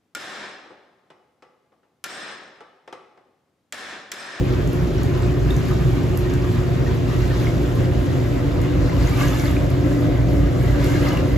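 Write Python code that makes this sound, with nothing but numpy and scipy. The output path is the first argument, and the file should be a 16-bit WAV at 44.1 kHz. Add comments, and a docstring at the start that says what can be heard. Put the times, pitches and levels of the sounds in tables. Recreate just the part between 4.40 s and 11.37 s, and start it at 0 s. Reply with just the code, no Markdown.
"""A low rumble and hum fill a small bathroom: a whirlpool bath is running. Turbulent jets drive the
modes of tub and room, and the pump's induction motor hums through the tub. The churned surface hisses,
bubbles and spits, most of all when a foot breaks through it. The microphone drifts from one place to
another through the standing waves, so the modes change their balance."""
import sys
import numpy as np
from scipy import signal
from scipy.fft import rfft, irfft, next_fast_len
from scipy.io import wavfile
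from scipy.ndimage import uniform_filter1d, map_coordinates

SR = 44100
rng = np.random.default_rng(int(sys.argv[2]) if len(sys.argv) > 2 else 0)


def output_pcm(signal):
    """Save a mono or channel-first signal as 16-bit PCM at the path in sys.argv[1].

    Samples are clipped to [-1, 1] before scaling.
    """
    pcm = np.clip(np.atleast_2d(signal).T, -1, 1) * 32767
    wavfile.write(sys.argv[1], SR, np.round(pcm).astype(np.int16))


N = 307442

# Modes of tub and room. Each row: frequency and width in Hz, relative dB at first and second place.
TUB_MODES = [(56.6, 11.1, 0, -1.5), (90.2, 7.4, -4, 1), (104.4, 7.3, -6.5, -13), (136, 15, -1.5, -5),
             (167.2, 5.5, -6.5, -7.5), (232.7, 11, -9.5, -28), (268.2, 12.1, -9, -1.5),
             (305, 13.4, -11, -4), (334, 24, -9.5, -19.5), (343, 5.8, -9.5, -2), (375.2, 10.3, -6, -5.5),
             (426.7, 14.2, -11.5, -19), (492.3, 23, -16.5, -11), (531.4, 24, -18.5, -14.5),
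             (575, 36, -30, -13), (608, 20, -20, -14), (698.4, 22.4, -19, -14)]
# Noise floor between the modes. Each row: frequency in Hz, relative spectral level in dB.
MODE_FLOOR = [(30, -44), (60, -12.5), (75, -16), (100, -21), (176, -10.5), (188, -15.5), (400, -20),
              (460, -36), (560, -23.5), (800, -30.5), (1200, -60.5)]
# Strength of the jets. Each row: time in seconds, level in dB of the low and of the upper modes.
JET_LEVELS = [(0, -20.5, -26), (.8, -20.5, -26.5), (1.4, -19.5, -27), (2.15, -21, -28), (3.1, -20.5, -26),
              (3.9, -21.5, -25.5), (4.4, -18, -25.5), (5.0, -21, -26), (5.35, -19, -25), (5.55, -23, -22.5),
              (5.75, -19, -24), (6.35, -20, -25), (6.7, -21, -23.5), (6.97, -19.5, -24)]
# Motor tones. Each row: mains order, shaft order, level in dB at first and second place,
# left over right in dB, phase lead of the left in radians.
PUMP_TONES = [(0, 1, -36.5, -28, -0.5, -0.5), (2, 0, -26, -22.5, 0, 0.57), (4, 0, -37, -46.5, 2, -2),
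              (0, 5, -36.5, -26.5, 1, 0.77), (6, 0, -30.5, -42, -3.5, 0.06), (8, 0, -47, -40.5, -1, 2),
              (0, 10, -46, -49, 1, 2.4)]
# Waves and the foot break the surface. Each row: peak time in seconds, added churn and added spray
# in dB relative to steady, slosh level in dB, rise and fall time constants in seconds.
SPLASHES = [(1.3, -4, 0.5, -54.5, 0.35, 0.37), (2.85, -4, -2, -50, 0.21, 0.21),
            (3.06, 1, 2.5, -55, 0.31, 0.18), (4.68, 2.5, 5, -55, 0.26, 0.23),
            (4.82, 9, 14.5, -34, 0.044, 0.08), (5.0, 1, 9, -41.5, 0.14, 0.25),
            (6.45, 1, 6.5, -41, 0.2, 0.29), (6.68, 4.5, 7, -36, 0.15, 0.11),
            (6.78, -0.5, -1, -47, 0.08, 0.1)]
# Hiss of churned water and of fine spray. Each row: frequency in Hz, relative spectral level in dB.
CHURN_SPECTRUM = [(500, -40), (750, -5), (950, 3), (1260, 0.5), (1900, -2.5), (2600, -8.5), (3400, -8.5),
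                  (5300, -13.5), (7500, -22.5), (9500, -40), (12000, -58)]
SPRAY_SPECTRUM = [(3000, -36.5), (6000, 3), (7300, 7), (8300, 5), (9400, 0.5), (12500, -0.5), (14000, -2),
                  (15700, -2.5)]
# Bubble pitches that a splash favours. Each row: frequency in Hz, width in Hz, gain in dB.
SLOSH_PEAKS = [(950, 90, 4.5), (1200, 100, 8.5), (1645, 180, 6), (2100, 170, 4.5), (2780, 220, 7.5),
               (3450, 200, 3)]
# Prominent bubbles. Each row: start in seconds, level in dB, pitch in Hz, life in cycles.
PLOPS = [(0.184, -35, 1300, 27), (0.5815, -28, 5600, 22), (0.7487, -24, 1020, 27), (0.823, -28, 7700, 29),
         (1.106, -18.5, 3640, 29), (1.3119, -19.5, 1230, 14), (1.8981, -30, 6470, 26),
         (2.0434, -22.5, 1180, 15), (2.4627, -24, 1856, 36), (2.907, -22, 1790, 34),
         (3.0355, -33, 2900, 32), (3.0697, -14.5, 2130, 16), (3.0889, -34, 2100, 19),
         (4.4947, -23.5, 2030, 31), (4.526, -22, 990, 28), (4.5655, -27, 2950, 20), (4.6724, -24, 2030, 28),
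         (4.682, -22, 2050, 22), (4.718, -28, 2240, 34), (4.6733, -20, 6400, 17), (4.7195, -23, 1200, 40),
         (4.7344, -21.5, 2300, 39), (4.771, -26, 1184, 100), (4.8096, -21.5, 1160, 48),
         (4.8085, -21, 4120, 12), (4.808, -20.5, 2710, 20), (4.812, -20, 2130, 40),
         (4.8289, -20, 1650, 110), (4.849, -25, 1700, 32), (4.8832, -16, 6300, 15), (4.852, -25, 970, 30),
         (4.9227, -21.5, 1250, 30), (4.9231, -22, 2100, 14), (4.946, -26, 1700, 30),
         (4.9317, -24, 3460, 52), (4.9587, -26, 1710, 33), (4.9964, -26, 2200, 40), (4.997, -19, 5600, 17),
         (4.996, -22, 4720, 17), (5.002, -28, 3200, 12), (5.0563, -20.5, 4500, 18), (5.0575, -26, 1750, 44),
         (5.081, -21, 3580, 14), (5.134, -26, 1700, 18), (5.1662, -17.5, 2400, 17), (5.1671, -24, 1500, 18),
         (5.2116, -29, 1090, 20), (5.5902, -29, 4700, 15), (5.756, -25, 2120, 32), (6.0382, -28, 1220, 20),
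         (6.216, -27, 1660, 20), (6.4143, -26, 1020, 20), (6.4318, -26, 3580, 20), (6.5201, -25, 2100, 24),
         (6.556, -25, 2130, 49), (6.659, -23, 2770, 30), (6.679, -30, 1630, 35), (6.668, -22, 2050, 33),
         (6.6866, -21, 4200, 16), (6.6886, -23, 6200, 19), (6.703, -26, 1660, 21), (6.718, -22, 2930, 47),
         (6.7494, -27, 2770, 45), (6.772, -20, 2780, 30), (6.79, -28, 2780, 40), (6.96, -25, 2100, 26)]
# Bursting drops. Each row: start in seconds, level in dB, gain of the lower band in dB.
SPITS = [(0.275, -29.5, 8.5), (0.3311, -26, -15), (0.633, -25.5, 5), (0.7766, -34, -9), (1.1049, -27, -6),
         (1.1653, -31, 11), (1.2555, -33, 6), (1.285, -29, 1), (1.3089, -31, -7), (1.774, -16, -2.5),
         (1.938, -29, 9), (2.548, -32, -11), (2.8789, -32, -7), (3.0006, -35, 5), (3.3528, -28, -15),
         (3.4052, -38, 10), (4.2164, -25, -1), (4.696, -27, -2), (4.774, -27, -5), (4.8055, -31, -1),
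         (4.8843, -29, 4), (4.907, -28, 2), (4.996, -26.5, 0), (5.0464, -27, -7), (5.113, -24, -8),
         (5.3028, -27, -11), (5.5912, -33, -4), (5.61, -32, -8), (6.23, -31, -4), (6.439, -34, 3),
         (6.444, -21, 2), (6.472, -30, 3), (6.5216, -33, 3), (6.609, -34, 4), (6.6273, -30, -8),
         (6.688, -28, 7), (6.7316, -29, -6), (6.772, -31, 7), (6.9242, -34, -8)]
# Cavity above the water. Each row: frequency and width in Hz, gain in dB at first and second place.
HOLLOW_MODES = [(820, 100, 3, 3.5), (1050, 67, 0.5, 1.3), (1230, 140, 1.8, 0.5), (1660, 160, 0.3, 2),
                (1830, 96, 2.5, -1.5), (2050, 270, -1, 4.5), (2400, 350, 2, -1.1), (2770, 330, 2, 1.5)]
# Decay of the room. Each row: frequency in Hz, reverberation time in seconds.
ROOM_T60 = [(500, .3), (3000, .22), (12000, .11)]
# Microphone path. Each row: time in seconds, fraction of the way to the second place.
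MIC_PATH = [(0, 0.087), (1.5, 0.04), (2.2, 0.085), (2.6, 0.23), (3.1, 0.25), (4, 0.59), (5, 0.81),
            (6.97, 0.86)]
# Likeness of the two microphone ports. Each row: frequency in Hz, coherence from 0 to 1.
PORT_COHERENCE = [(40, .999), (150, .99), (250, .88), (400, .85), (520, .5), (900, .35), (1400, .15),
                  (2000, .3), (3000, .35), (4500, .33), (6200, .6)]
# Phase between the ports. Each row: frequency in Hz, lead of the left in half cycles.
PORT_LEAD = [(40, .1), (100, .14), (160, .25), (400, .15), (700, -.35), (1000, -.25), (1800, .14),
             (3000, -.2), (5200, -.25), (6300, -.03)]
# Balance of the ports. Each row: frequency in Hz, left over right in dB.
PORT_BALANCE = [(60, -1.8), (110, -1.0), (200, -0.5), (380, 2.9), (700, 1.0), (1290, 2.0), (2380, -0.3),
                (4400, -2.0), (8120, 0.5), (15000, 0.0)]
# Short waves arrive in step or opposed. 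Each row: frequency in Hz, coherence, left lead in half cycles.
PORT_TREBLE = [(6800, .65, .1), (7800, .75, .65), (8400, .99, 1), (9650, .99, 1), (10300, .8, 1.3),
               (11000, .8, 1.6), (11800, .995, 2), (13000, .995, 2), (13300, .8, 2.35), (14200, .8, 2.65),
               (14600, .998, 3)]


def jets(split_hz=186):
    """Forced resonance: turbulence excites the modes, and each place weights them differently."""
    low_db, upper_db = curves(JET_LEVELS)
    hz, width, *place_levels = np.transpose(TUB_MODES)[..., None]

    def spectrum(f, db):
        mode_power = np.sum(amp(2 * db) * resonance(f, hz, width) ** 1.14, axis=0)  # steepened skirts
        return np.sqrt(mode_power + amp(2 * along(MODE_FLOOR, f)))

    turbulence, rumble = patchy_noise(0.73), 0
    for upper, level_db in ((False, low_db), (True, upper_db)):
        band = crossfade(*(filtered(turbulence, lambda f: ((f > split_hz) == upper) * spectrum(f, db))
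                           for db in place_levels))
        running_rms = np.sqrt(np.abs(uniform_filter1d(np.mean(band ** 2, axis=0), size=SR // 3)))
        rumble = rumble + amp(level_db) * band / running_rms  # the jets push evenly
    return rumble


def pump(mains_hz=60.005, shaft_hz=57.77, sway_db=2.6, flutter_db=2.2):
    """Magnetic forces hum at even mains orders; the shaft, slowed by slip, turns five impeller vanes."""
    t, hum = np.arange(N) / SR, 0
    side = np.array([[.5], [-.5]])
    for mains, shaft, first_db, second_db, pan_db, lead in PUMP_TONES:
        hz = round(mains) * mains_hz + round(shaft) * shaft_hz
        level_db = crossfade(first_db, second_db)
        level_db += sway_db * wobble(6.5) + flutter_db * wobble(16)  # the water load wavers
        wander_rad = (.6 if shaft else .15) * wobble(4) + .45 * wobble(18)
        phase = 2 * np.pi * (hz * t + rng.random()) + wander_rad + side * lead
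        hum = hum + np.sqrt(2) * amp(level_db + side * pan_db) * np.sin(phase)
    return hum


def surface(steady_churn_db=-37.5, steady_spray_db=-50):
    """Incoherent sources add in power: each splash swells and ebbs on top of the steady water noise."""
    peak_s, *levels, rise_s, fall_s = np.transpose(SPLASHES)[..., None]
    late = np.arange(N) / SR - peak_s
    swell = np.exp(-2 * np.where(late < 0, -late / rise_s, late / fall_s))
    churn_power, spray_power, slosh_power = (np.sum(amp(2 * db) * swell, axis=0) for db in levels)
    churn_db, spray_db = 10 * np.log10(1 + churn_power), 10 * np.log10(1 + spray_power)
    surge = amp(0.59 * wobble(14))  # all bands swell together
    water = amp(steady_churn_db + churn_db) * churn(churn_db)
    water += amp(steady_spray_db + spray_db + 1.3 * wobble(7.4)) * spray()
    return surge * (water + np.sqrt(slosh_power) * slosh())


def churn(excess_db):
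    """Air entrainment: as churning exceeds its steady level, bubbles gain on the hiss and water spatters."""
    air_db = np.clip(excess_db + 2, 0, 12)
    hiss = unit(filtered(patchy_noise(1.25), lambda f: amp(along(CHURN_SPECTRUM, f))))
    fizz = swarm(2000, hz=2300, spread=.38, scatter_db=1.85, cycles=24, glide=.047, limits=(600, 9000))
    gurgles = swarm(500, hz=1250, spread=.25, scatter_db=2.4, cycles=19.5, glide=.038)
    # Thrown water falls back as a brighter hiss and as ticking droplets.
    spatter = unit(filtered(patchy_noise(2.0), lambda f: np.exp(-((f - 4200) / 2100) ** 2)))
    ticks = swarm(700, hz=3790, spread=.3, scatter_db=2.5, cycles=5.3, glide=.05, samples=300)
    return (0.83 * amp(-.3 * air_db) * hiss
            + 0.23 * amp(0.079 * air_db) * bathroom(unit(fizz), wet_db=1)
            + amp(-13) * bathroom(unit(gurgles), wet_db=0)
            + amp(-9) * np.sqrt(np.abs(1 - amp(-2 * excess_db))) * spatter
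            + amp(-15) * bathroom(unit(ticks), wet_db=-3))


def slosh():
    """Bubble resonance in bulk: a splash traps a dense crowd of bubbles, some pitches favoured."""
    crowd = swarm(2500, hz=1799, spread=.45, scatter_db=3, cycles=24.4, glide=.08,
                  limits=(700, 6000), samples=760)
    crowd = filtered(crowd, lambda f: amp(sum(db * resonance(f, hz, bw) for hz, bw, db in SLOSH_PEAKS)))
    return bathroom(unit(crowd), wet_db=-1.5)


def spray(count=900):
    """Small sources radiate high frequencies: mist hisses and tiny droplets ring briefly."""
    mist = unit(filtered(patchy_noise(1.1), lambda f: amp(along(SPRAY_SPECTRUM, f))))
    start_s = rng.random(count) * N / SR
    hz = rng.uniform(5500, 14500, count)
    drops = bubbles(start_s, hz, rng.normal(0, 2.2, count), cycles=6.5, glide=.05, samples=200)
    return .9 * mist + .3 * bathroom(unit(drops), wet_db=-4)


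def plops():
    """Free oscillation: single bubbles ring out above the churn."""
    start_s, db, hz, cycles = np.transpose(PLOPS)
    return bathroom(bubbles(start_s, hz, db, cycles, glide=0.013), wet_db=-11)


def spits(burst_t60_s=.012, fizzle_t60_s=.14, split_hz=8400):
    """Film rupture: a drop bursts with a snap and a puff of noise, then scattered droplets fizzle out."""
    high, low, t = np.zeros(N + SR), np.zeros(N + SR), np.arange(SR // 5) / SR
    burst = amp(-60 * t / burst_t60_s)
    fizzle = amp(-17 - 60 * t / fizzle_t60_s) * (1 - np.exp(-(t / .011) ** 2))
    envelope = (burst + fizzle) * (1 - np.exp(-t / .0005))
    for start_s, db, lower_db in SPITS:
        crack = amp(db) * envelope * rng.standard_normal(len(t))
        crack[0] = amp(db + 7)  # the film snaps
        high[round(start_s * SR):][:len(t)] += crack
        low[round(start_s * SR):][:len(t)] += amp(lower_db) * crack
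    high = filtered(high[:N], lambda f: (f > split_hz) / (1 + (f / 14500) ** 16))
    low = filtered(low[:N], lambda f: (f <= split_hz) / (1 + (4800 / (f + 1)) ** 6))
    return bathroom(high + low, wet_db=-7)


def swarm(count, hz, spread, scatter_db, cycles, glide, limits=(0, np.inf), samples=1500):
    """Superposition: bubbles start at random times, their pitches log-normal about hz."""
    start_s = rng.random(count) * N / SR
    pitches = np.clip(hz * np.exp(rng.normal(0, spread, count)), *limits)
    return bubbles(start_s, pitches, rng.normal(0, scatter_db, count), cycles, glide, samples)


def bubbles(start_s, hz, db, cycles, glide, samples=1500):
    """Damped oscillators: each bubble decays 26 dB in its life of cycles, rising in pitch as it surfaces."""
    t = np.arange(samples)[None] / SR
    age = t * (hz / cycles)[:, None]
    phase = 2 * np.pi * hz[:, None] * t * (1 + glide * np.minimum(age, 1))
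    envelope = amp(db)[:, None] * np.exp(-3 * age) * (1 - np.exp(-12 * age))
    index = np.round(start_s * SR).astype(int)[:, None] + np.arange(samples)
    return np.bincount(index.ravel(), (envelope * np.sin(phase)).ravel(), N + samples)[:N]


def hollow(x):
    """Cavity resonance: the tub above the water colours the sound, differently at each place."""
    hz, width, *place_levels = np.transpose(HOLLOW_MODES)[..., None]
    return crossfade(*(filtered(x, lambda f: amp(np.sum(db * resonance(f, hz, width), axis=0)))
                       for db in place_levels))


def bathroom(x, wet_db, delay_samples=420):
    """Reverberation off tiled walls: returns the direct sound with its tail, and an unrelated tail."""
    hz, t, noise = signal.stft(rng.standard_normal((2, SR // 2)), SR, nperseg=256)
    tails = signal.istft(noise * amp(-60 * t / along(ROOM_T60, hz)[:, None]), SR, nperseg=256)[1]
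    delayed = np.pad(x, (delay_samples, 0))[None]
    wet = signal.fftconvolve(delayed, tails / np.linalg.norm(tails[0]), axes=1)[:, :N]
    return amp(wet_db) * wet + [x, 0 * x]


def ports(pair):
    """Partial coherence: sum and difference of two sounds reach left and right, offset in level and phase."""
    coherence = PORT_COHERENCE + [row[:2] for row in PORT_TREBLE]
    lead = PORT_LEAD + [row[::2] for row in PORT_TREBLE]
    angle = lambda f: np.arccos(np.clip(along(coherence, f), 0, 1)) / 2
    shared, apart = filtered(pair, lambda f: np.array([np.cos(angle(f)), np.sin(angle(f))]))
    tilt = lambda f: amp(along(PORT_BALANCE, f) / 2) * np.exp(.5j * np.pi * along(lead, f))
    return filtered(np.array([shared + apart, shared - apart]), lambda f: np.array([tilt(f), 1 / tilt(f)]))


def crossfade(first, second):
    """Linear interpolation between the two places along the microphone's path."""
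    place = np.clip(curves(MIC_PATH)[0], 0, 1)
    return (1 - place) * first + place * second


def patchy_noise(depth_db):
    """Random modulation: two independent noises share patches of gain in time and frequency."""
    spectra = signal.stft(rng.standard_normal((2, N)), nperseg=512)[2]
    patches = uniform_filter1d(rng.standard_normal(spectra.shape[1:]), size=16, axis=0)
    patches = uniform_filter1d(patches, size=5, axis=1)
    return signal.istft(spectra * amp(depth_db * unit(patches)), nperseg=512)[1][:, :N]


def resonance(f, hz, width):
    """Lorentzian peak of unit height and the given full width at half height."""
    return 1 / (1 + ((f - hz) / width * 2) ** 2)


def filtered(x, response):
    """Linear filtering: the spectrum of x times a complex frequency response."""
    size = next_fast_len(N + SR // 2)
    return irfft(rfft(x, size) * response(np.fft.rfftfreq(size, 1 / SR)), size)[..., :N]


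def wobble(rate):
    """Spline through random knots, rate of them a second."""
    return map_coordinates(rng.standard_normal(int(N / SR * 40)), [np.arange(N) * rate / SR])


def curves(rows):
    """Interpolation in time: one value per sample for each column after the first."""
    times, *columns = np.transpose(rows)
    return [np.interp(np.arange(N) / SR, times, column) for column in columns]


def along(points, hz):
    """Interpolation of (Hz, value) points on a logarithmic frequency axis."""
    knots_hz, values = np.transpose(points)
    return np.interp(np.log(hz + 1), np.log(knots_hz + 1), values)


def amp(db):
    """Amplitude ratio of a level in dB."""
    return 10 ** (np.asarray(db) / 20)


def unit(x):
    """Scaling to unit RMS."""
    return x / np.sqrt(np.mean(x ** 2) + 1e-20)


def scene():
    """Superposition of the pump's hum and the sounds of the water, in stereo."""
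    return pump() + ports(jets() + hollow(surface()) + plops() + spits())


def record(dry, bass_hz=44, top_hz=15720):
    """Band limiting: the microphone cuts the deepest bass and passes nothing above top_hz."""
    return filtered(dry, lambda f: (f < top_hz) / np.sqrt(1 + (bass_hz / (f + 1)) ** 12))


dry = scene()
out = record(dry)
output_pcm(out)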